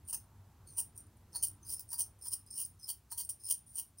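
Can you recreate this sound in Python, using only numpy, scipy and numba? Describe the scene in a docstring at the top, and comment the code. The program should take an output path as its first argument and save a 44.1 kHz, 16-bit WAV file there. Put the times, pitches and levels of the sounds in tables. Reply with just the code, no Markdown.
"""Coins jingle in cupped hands, shaken close by in a small quiet room and heard almost in mono.
On each swing they slide over each other, then pile into a palm. Every impact gives a broadband crack
and excites briefly ringing modes of the discs, while the air between the hands resonates as a cavity.
A low ventilation rumble lies underneath."""
import sys
import numpy as np
from scipy import signal
from scipy.fft import rfft, irfft
from scipy.io import wavfile
from scipy.ndimage import uniform_filter1d
from numba import njit

SR = 44100
rng = np.random.default_rng(int(sys.argv[2]) if len(sys.argv) > 2 else 0)


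def write(x):
    x = np.atleast_2d(x).T
    wavfile.write(sys.argv[1], SR, np.round(np.clip(x, -1, 1) * 32767).astype(np.int16))


N = 176400
HARD_TOUCH_S, SOFT_TOUCH_S = 0.00006, 0.00062  # build-up of a ring after a blow and after a graze
SLIDE_RISE_S, SLIDE_FALL_S, CLATTER_FALL_S = 0.004, 0.00303, 0.007

# Coin modes, damped by the skin. Each row: frequency in Hz, level in dB, 60 dB decay time in seconds.
HELD_MODES = [ (4710, -32.5, 0.042), (5440, -27.5, 0.083), (5880, -29, 0.045), (8300, -21, 0.05),
              (9040, -12.5, 0.043), (9230, -5.5, 0.038), (9416, -7, 0.014), (9900, -24, 0.011),
              (9900, -24, 0.047), (11300, -37, 0.074), (12700, -23.5, 0.027), (13740, -19.5, 0.048),
              (15500, -22, 0.029), (15900, -21.5, 0.028)]
# Spectrum of an impact. Each row: frequency in Hz, relative spectral density in dB.
CRACK_SPECTRUM = [(300, -36), (3850, -20.5), (4500, -1), (6200, 0.5), (7100, -7), (8400, -0.5),
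                  (9900, -0.5), (11200, 4.5), (12500, -1), (14000, 2.5), (16000, 11)]
def coins():
    """Impacts excite a crack and free vibration; small discs radiate their low frequencies poorly."""
    dense, sparse = contacts(per_s=650, scatter_db=1), contacts(per_s=520, scatter_db=4.5)
    pile_blows, pile_ticks, hands = clatters(dense)
    clink_blows, clink_ticks = clinks()
    jingle, slide_ticks = slides(sparse)
    metal = strike(pile_blows + clink_blows, HELD_MODES, HARD_TOUCH_S) + jingle + clanks(dense)
    radiation = signal.butter(4, 3720, "highpass", fs=SR, output="sos")
    cracks = through(crack(pile_ticks + clink_ticks + slide_ticks), colour(CRACK_SPECTRUM))
    return signal.sosfilt(radiation, metal) + undb(-7.5) * cracks + hands


# Coins pile into a palm. Each row: peak time, build-up and hold in seconds, level in dB, relative crack
# level in dB, then relative level in dB and resonance in Hz for the finger gap and for the palm hollow.
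PILE_UPS = [ (0.089, 0.0069, 0.019, -42, 2.5, -27, 2950, -31, 844),
            (0.127, 0.0005, 0.025, -37.5, 7.5, -24, 2880, -21, 880),
            (0.779, 0.0057, 0.022, -33.5, 1.5, -24, 2906, -29, 910),
            (1.357, 0.0087, 0.0067, -36.5, 2, -36, 3100, -16, 884),
            (1.424, 0.001, 0.023, -31.5, 7, -26.5, 3000, -39, 880),
            (1.704, 0.019, 0.037, -39, 6.5, -32, 3060, -32.5, 852),
            (1.926, 0.0086, 0.013, -37, 6, -32, 3000, -21, 958),
            (1.99, 0.0064, 0.023, -31.5, 4.5, -29.5, 3040, -32.5, 930),
            (2.265, 0.018, 0.0051, -44, 8.5, -24, 3230, -19.5, 957),
            (2.33, 0.011, 0.0063, -35, 7, -24.5, 2980, -28.5, 1020),
            (2.586, 0.02, 0.037, -37, 4, -25, 2950, -35, 1020),
            (2.89, 0.0094, 0.017, -38, 9.5, -19.5, 3120, -29, 910),
            (3.12, 0.0049, 0.004, -37, 7, -31, 3000, -19.5, 954),
            (3.179, 0.0059, .033, -37.5, 8.5, -24.5, 3100, -28, 990),
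            (3.292, 0.00068, 0.012, -36.5, 2, -27, 3010, -36, 1120),
            (3.512, 0.018, 0.0032, -30.5, 8, -15.5, 3070, -32, 982),
            (3.785, 0.017, 0.013, -35.5, 7, -22, 3000, -30, 950)]
# Two air resonances. Each row: multiple of the resonant frequency, relative spectral density in dB.
GAP_RESONANCE = [(0.799, -50), (0.931, -1), (0.998, 7.5), (1.065, 1), (1.221, -33.5)]
PALM_RESONANCE = [(.4, -32.5), (.7, -11), (.86, -5), (1, 9), (1.2, -7.5), (2.0, -10.5), (2.6, -21.5),
                  (6, -19)]
def clatters(hits):
    """Dense collisions drive ring and crack, and force the enclosed air into resonance."""
    piles = np.array([swell(s, rise, hold, CLATTER_FALL_S) for s, rise, hold, *_ in PILE_UPS])
    *_, db, crack_db, gap_db, gap_hz, palm_db, palm_hz = np.array(PILE_UPS).T
    peaks = piles ** 1.66  # the finger gap sounds only at the height of a clatter
    gap = cavity(hits, peaks, db + gap_db, gap_hz, GAP_RESONANCE)
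    palm = cavity(crack(hits), piles, db + palm_db, palm_hz, PALM_RESONANCE)
    return hits * mix(piles, db), hits * mix(piles, db + crack_db), gap + palm


# One coin strikes another. Each row: time in seconds, level in dB, relative crack level in dB.
SINGLE_IMPACTS = [ (.079, -42, -12), (.1295, -40, 4), (.772, -31, -8), (.787, -23.5, -15), (.803, -25, -6),
                  (.977, -33.5, -27), (1.067, -56.5, -2), (1.170, -58.5, -13), (1.357, -31, -14),
                  (1.4265, -36, 0), (1.471, -32, 10), (1.484, -31, -16), (1.795, -41, 20.5),
                  (1.807, -35.5, 7), (1.905, -34, -6), (1.928, -34, 1), (1.995, -24, 2),
                  (2.281, -27.5, -17), (2.3335, -27, -6), (2.464, -48.5, -23), (2.599, -27, -3),
                  (2.649, -30, -9), (2.660, -38.5, 11.5), (3.125, -37, 4), (3.249, -32, -4),
                  (3.291, -31.5, -3), (3.490, -34, 3), (3.512, -25, 10), (3.524, -20.5, -1),
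                  (3.756, -30.5, -18), (3.978, -51.5, -8)]
def clinks():
    """An isolated collision acts as an impulse, here with the energy of 0.8 ms at its level."""
    blows, ticks = np.zeros((2, N))
    for s, db, crack_db in SINGLE_IMPACTS:
        blows[int(s * SR)], ticks[int(s * SR)] = undb([db, db + crack_db]) * np.sqrt(0.0008 * SR)
    return blows, ticks


# Coins slide over each other. Each row: start and length in seconds, level in dB, then the relative
# levels in dB of a loose large coin and a loose small coin.
SLIPS = [ (0.05, 0.042, -64, -33, -26), (0.131, 0.015, -49, 2, -5.5), (0.671, 0.086, -55.5, -23, -18),
         (0.956, 0.054, -54.5, -24, -28), (1.33, 0.13, -53.5, -7, -12.5), (1.63, 0.002, -61.5, -17, 5),
         (1.653, 0.15, -53, -5.5, -21), (1.886, 0.079, -50, -15, -25), (2.19, 0.055, -64, -23, -14),
         (2.218, 0.067, -47, -8, -41), (2.318, 0.022, -49, 5, -21), (2.468, 0.014, -57, -5, -22),
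         (2.505, 0.1, -48, -6.5, -28), (2.614, 0.03, -56, -1, -13), (2.784, 0.042, -59, -8.5, -10.5),
         (2.826, 0.031, -49, -1.5, -38), (3.103, 0.025, -53.5, -6.5, -16), (3.203, .048, -53, -12, -24),
         (3.397, 0.03, -57.5, -14, -21), (3.437, 0.052, -45, -10.5, -30), (3.666, 0.051, -56.5, -35, -33),
         (3.979, 0.036, -51, -15, -17)]
# Lowest modes of loose coins. Each row: frequency in Hz, level in dB, 60 dB decay time in seconds.
LARGE_MODES = [(5195, -4, 0.042), (4730, -18, 0.0092)]
SMALL_MODES = [(6270, 0.0056, 0.099)]
def slides(hits, main_ring_hz=8900):
    """Grazing contacts tick and favour the main ring: other modes lose 3 dB per octave from it."""
    slips = np.array([swell(s, SLIDE_RISE_S, length, SLIDE_FALL_S) for s, length, *_ in SLIPS])
    *_, slip_db, large_db, small_db = np.array(SLIPS).T
    soft_modes = [(hz, db - 3 * abs(np.log2(hz / main_ring_hz)), t60) for hz, db, t60 in HELD_MODES]
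    jingle = strike(hits * mix(slips, slip_db), soft_modes, SOFT_TOUCH_S)
    for db, modes in (large_db, LARGE_MODES), (small_db, SMALL_MODES):
        jingle += strike(hits * mix(slips, slip_db + db), modes, SOFT_TOUCH_S, detune=0.015)
    return jingle, hits * mix(slips, slip_db - 7)


# Coins land flat on each other. Each row: start and length in seconds, level in dB, pitch in Hz.
FLAT_LANDINGS = [(0.668, 0.037, -65.5, 4290), (1.348, 0.017, -42, 4420), (1.922, 0.029, -50.5, 4750),
                 (2.003, 0.011, -44.5, 6050), (2.889, 0.0056, -40.5, 4630), (3.117, 0.015, -55, 4340),
                 (3.188, 0.023, -47.5, 4580), (3.507, 0.0041, -45, 4780), (3.508, .005, -49, 5900)]
# Their modes. Each row: multiple of the pitch, level in dB, 60 dB decay time in seconds.
FLAT_MODES = [(1.002, -6, 0.022), (1.062, -10, 0.0083)]
def clanks(hits):
    """Face-to-face impact excites the lowest modes; the loudest pair of coins sets the pitch."""
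    flats = np.array([undb(db) * swell(s, SLIDE_RISE_S, length, CLATTER_FALL_S)
                      for s, length, db, _ in FLAT_LANDINGS])
    hz = np.array(FLAT_LANDINGS)[flats.argmax(axis=0), -1]
    return strike(hits * flats.sum(axis=0), FLAT_MODES, SOFT_TOUCH_S, tuning=hz)


def contacts(per_s, scatter_db, steady_s=0.017):
    """A Poisson process of uneven impulses, scaled to carry a steady flow of energy."""
    hits = (rng.random(N) < per_s / SR) * undb(scatter_db * rng.standard_normal(N))
    hits *= rng.choice([-1, 1], N)
    power = uniform_filter1d(hits ** 2, int(steady_s * SR))
    return hits / np.sqrt(np.maximum(power, 1e-9))


def strike(hits, modes, touch_s, tuning=1, detune=0.014, drift=0.01573, spread_db=3.5):
    """Modal superposition: each contact excites its own mix of modes, detuned by the grip."""
    out, at = 0, np.nonzero(hits)[0]
    grip_index = (at / SR / 0.05).astype(int)  # modes drift every 50 ms as the coins change places
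    for hz, db, t60 in modes:
        sign, size, shift = rng.standard_normal((N, 3), dtype=np.float32)[at].T
        grip = rng.standard_normal(N, dtype=np.float32)[grip_index]
        push, pitch = np.zeros((2, N))
        push[at] = hits[at] * np.sign(sign) * undb(db + spread_db * size)
        pitch[at] = hz * (1 + detune * shift + drift * grip)
        out = out + ring(push, pitch * tuning, float(t60), float(touch_s))
    return out


@njit
def ring(hits, hz, t60, touch_s):
    """A damped oscillator: each contact starts a sine that builds quickly and decays exponentially."""
    out = np.zeros(len(hits))
    decay = np.log(1000) / (t60 * SR)
    onset = 1 - np.exp(-np.arange(int(t60 * SR)) / (touch_s * SR))
    for i in np.nonzero(np.abs(hits) > 1e-5)[0]:
        phasor = 2 * np.sqrt(decay) * hits[i] + 0j
        pole = np.exp(2j * np.pi * hz[i] / SR - decay)
        for k in range(min(len(onset), len(hits) - i)):
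            out[i + k] += phasor.imag * onset[k]
            phasor *= pole
    return out


def crack(hits, decay_s=0.0018):
    """Scattering through the pile spreads each impulse into a very short burst of noise."""
    tail = np.exp(-np.arange(SR // 50) / SR / decay_s) ** 2
    power = signal.fftconvolve(hits ** 2, tail / tail.sum())[:N]
    return np.sqrt(np.abs(power)) * rng.standard_normal(N)


def cavity(drive, envelopes, levels_db, pitches_hz, shape):
    """Cavity resonance: the air in the hands has a slightly different pitch on every swing."""
    return sum(undb(db) * through(drive * envelope, colour([(hz * k, gain) for k, gain in shape]))
               for envelope, db, hz in zip(envelopes, levels_db, pitches_hz))


def room(x, t60=0.17, delay_s=0.0032, early_s=0.008):
    """Reverberation: a short, almost mono tail; very faint early reflections add a little width."""
    t = np.arange(SR // 2) / SR
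    fade = np.exp(-np.log(1000) * t / t60) * (t > delay_s)
    mid, side = (undb(-7) * through(x, fade * rng.standard_normal(len(t))) for _ in range(2))
    early = through(x, np.exp(-t / early_s) * rng.standard_normal(len(t)))
    return stereo(x + mid, 0.03 * side + undb(-46.5) * early)


# Rumble spectra, mid and side. Each row: frequency in Hz, relative spectral density in dB.
VENT_MID = [(24, -36.5), (40, -5.5), (60, 1), (100, 3.5), (135, -4), (200, -10.5), (320, -16), (550, -24),
            (880, -20), (1400, -27), (2400, -35.5), (6000, -45), (16000, -67)]
VENT_SIDE = [(60, -24.5), (140, -1), (600, -11), (1500, -23.5), (8000, -9)]
# Hum tones. Each row: frequency in Hz, level in dB relative to the rumble.
VENT_TONES = [(97, -7), (220.5, -20)]
# The steady background rumble and hum are slowly turned down. Each row: time in seconds, level in dB.
BACKGROUND_FADE = [(0, -61), (1.55, -61.5), (1.85, -62.5), (2.5, -64.5), (4, -68)]
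def ventilation(waver_hz=2.477, hiss_db=-75.5):
    """Low broadband noise and a frequency-modulated hum, slowly turned down over a faint, even hiss."""
    t = np.arange(N) / SR
    mid, side = (unit(through(rng.standard_normal(N), colour(points, size=16384)))
                 for points in (VENT_MID, VENT_SIDE))
    for hz, db in VENT_TONES:
        waver = waver_hz * np.interp(t, np.linspace(0, N / SR, num=16), rng.standard_normal(16))
        mid = mid + undb(db) * np.sqrt(2) * np.sin(2 * np.pi * np.cumsum(hz + waver) / SR)
    fade = undb(np.interp(t, *np.array(BACKGROUND_FADE).T))
    return fade * stereo(flutter(mid), 0.12 * side) + undb(hiss_db) * rng.standard_normal(N)


def flutter(x, depth_db=2.5, per_s=11):
    """Amplitude modulation: half-octave bands from 160 to 1280 Hz swell and sink independently."""
    spectrum, octave = rfft(x), np.log2(np.arange(N // 2 + 1) * SR / N + 1)
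    steps = np.arange(N) / SR * per_s
    knots = int(steps[-1]) + 2
    for centre in np.log2(160) + np.arange(7) / 2:
        band = irfft(spectrum * np.maximum(1 - 2 * abs(octave - centre), 0), N)
        wander = np.interp(steps, np.arange(knots), rng.standard_normal(knots))
        x = x + band * (undb(depth_db * wander) - 1)
    return x


def swell(peak_s, rise, hold, fall):
    """An envelope of exponential growth, hold and exponential decay."""
    t = np.arange(N) / SR - peak_s
    return np.exp(np.minimum(t, 0) / max(rise, 1 / SR) - np.maximum(t - hold, 0) / fall)


def mix(envelopes, db):
    """Incoherent movements add in power."""
    return np.sqrt(undb(2 * db) @ envelopes ** 2)


def colour(points, size=2048):
    """Minimum-phase response for a spectrum of (Hz, dB) points."""
    hz, db = np.array(points).T
    log_hz = np.log(np.arange(size // 2 + 1) * SR / size + 1)
    cepstrum = irfft(np.log(undb(np.interp(log_hz, np.log(hz), db))))
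    cepstrum[1:size // 2] *= 2
    cepstrum[size // 2 + 1:] = 0
    return irfft(np.exp(rfft(cepstrum)))


def through(x, response):
    """Convolution with a response of unit energy."""
    return signal.fftconvolve(x, response / np.linalg.norm(response))[:N]


def stereo(mid, side):
    """Left is the sum, right the difference."""
    return np.array([mid + side, mid - side])


def undb(db):
    """Decibels to amplitude ratio."""
    return 10 ** (np.asarray(db) / 20)


def unit(x):
    """Normalisation to an rms of 1."""
    return x / np.sqrt(np.mean(x ** 2))


def scene():
    """Superposition of the coins in the room and the ventilation."""
    return room(coins()) + ventilation()


def record(dry, top_hz=15750):
    """A steep low-pass filter removes the highest treble."""
    return signal.sosfilt(signal.ellip(10, .2, 70, top_hz, fs=SR, output="sos"), dry)


dry = scene()
out = record(dry)
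write(out)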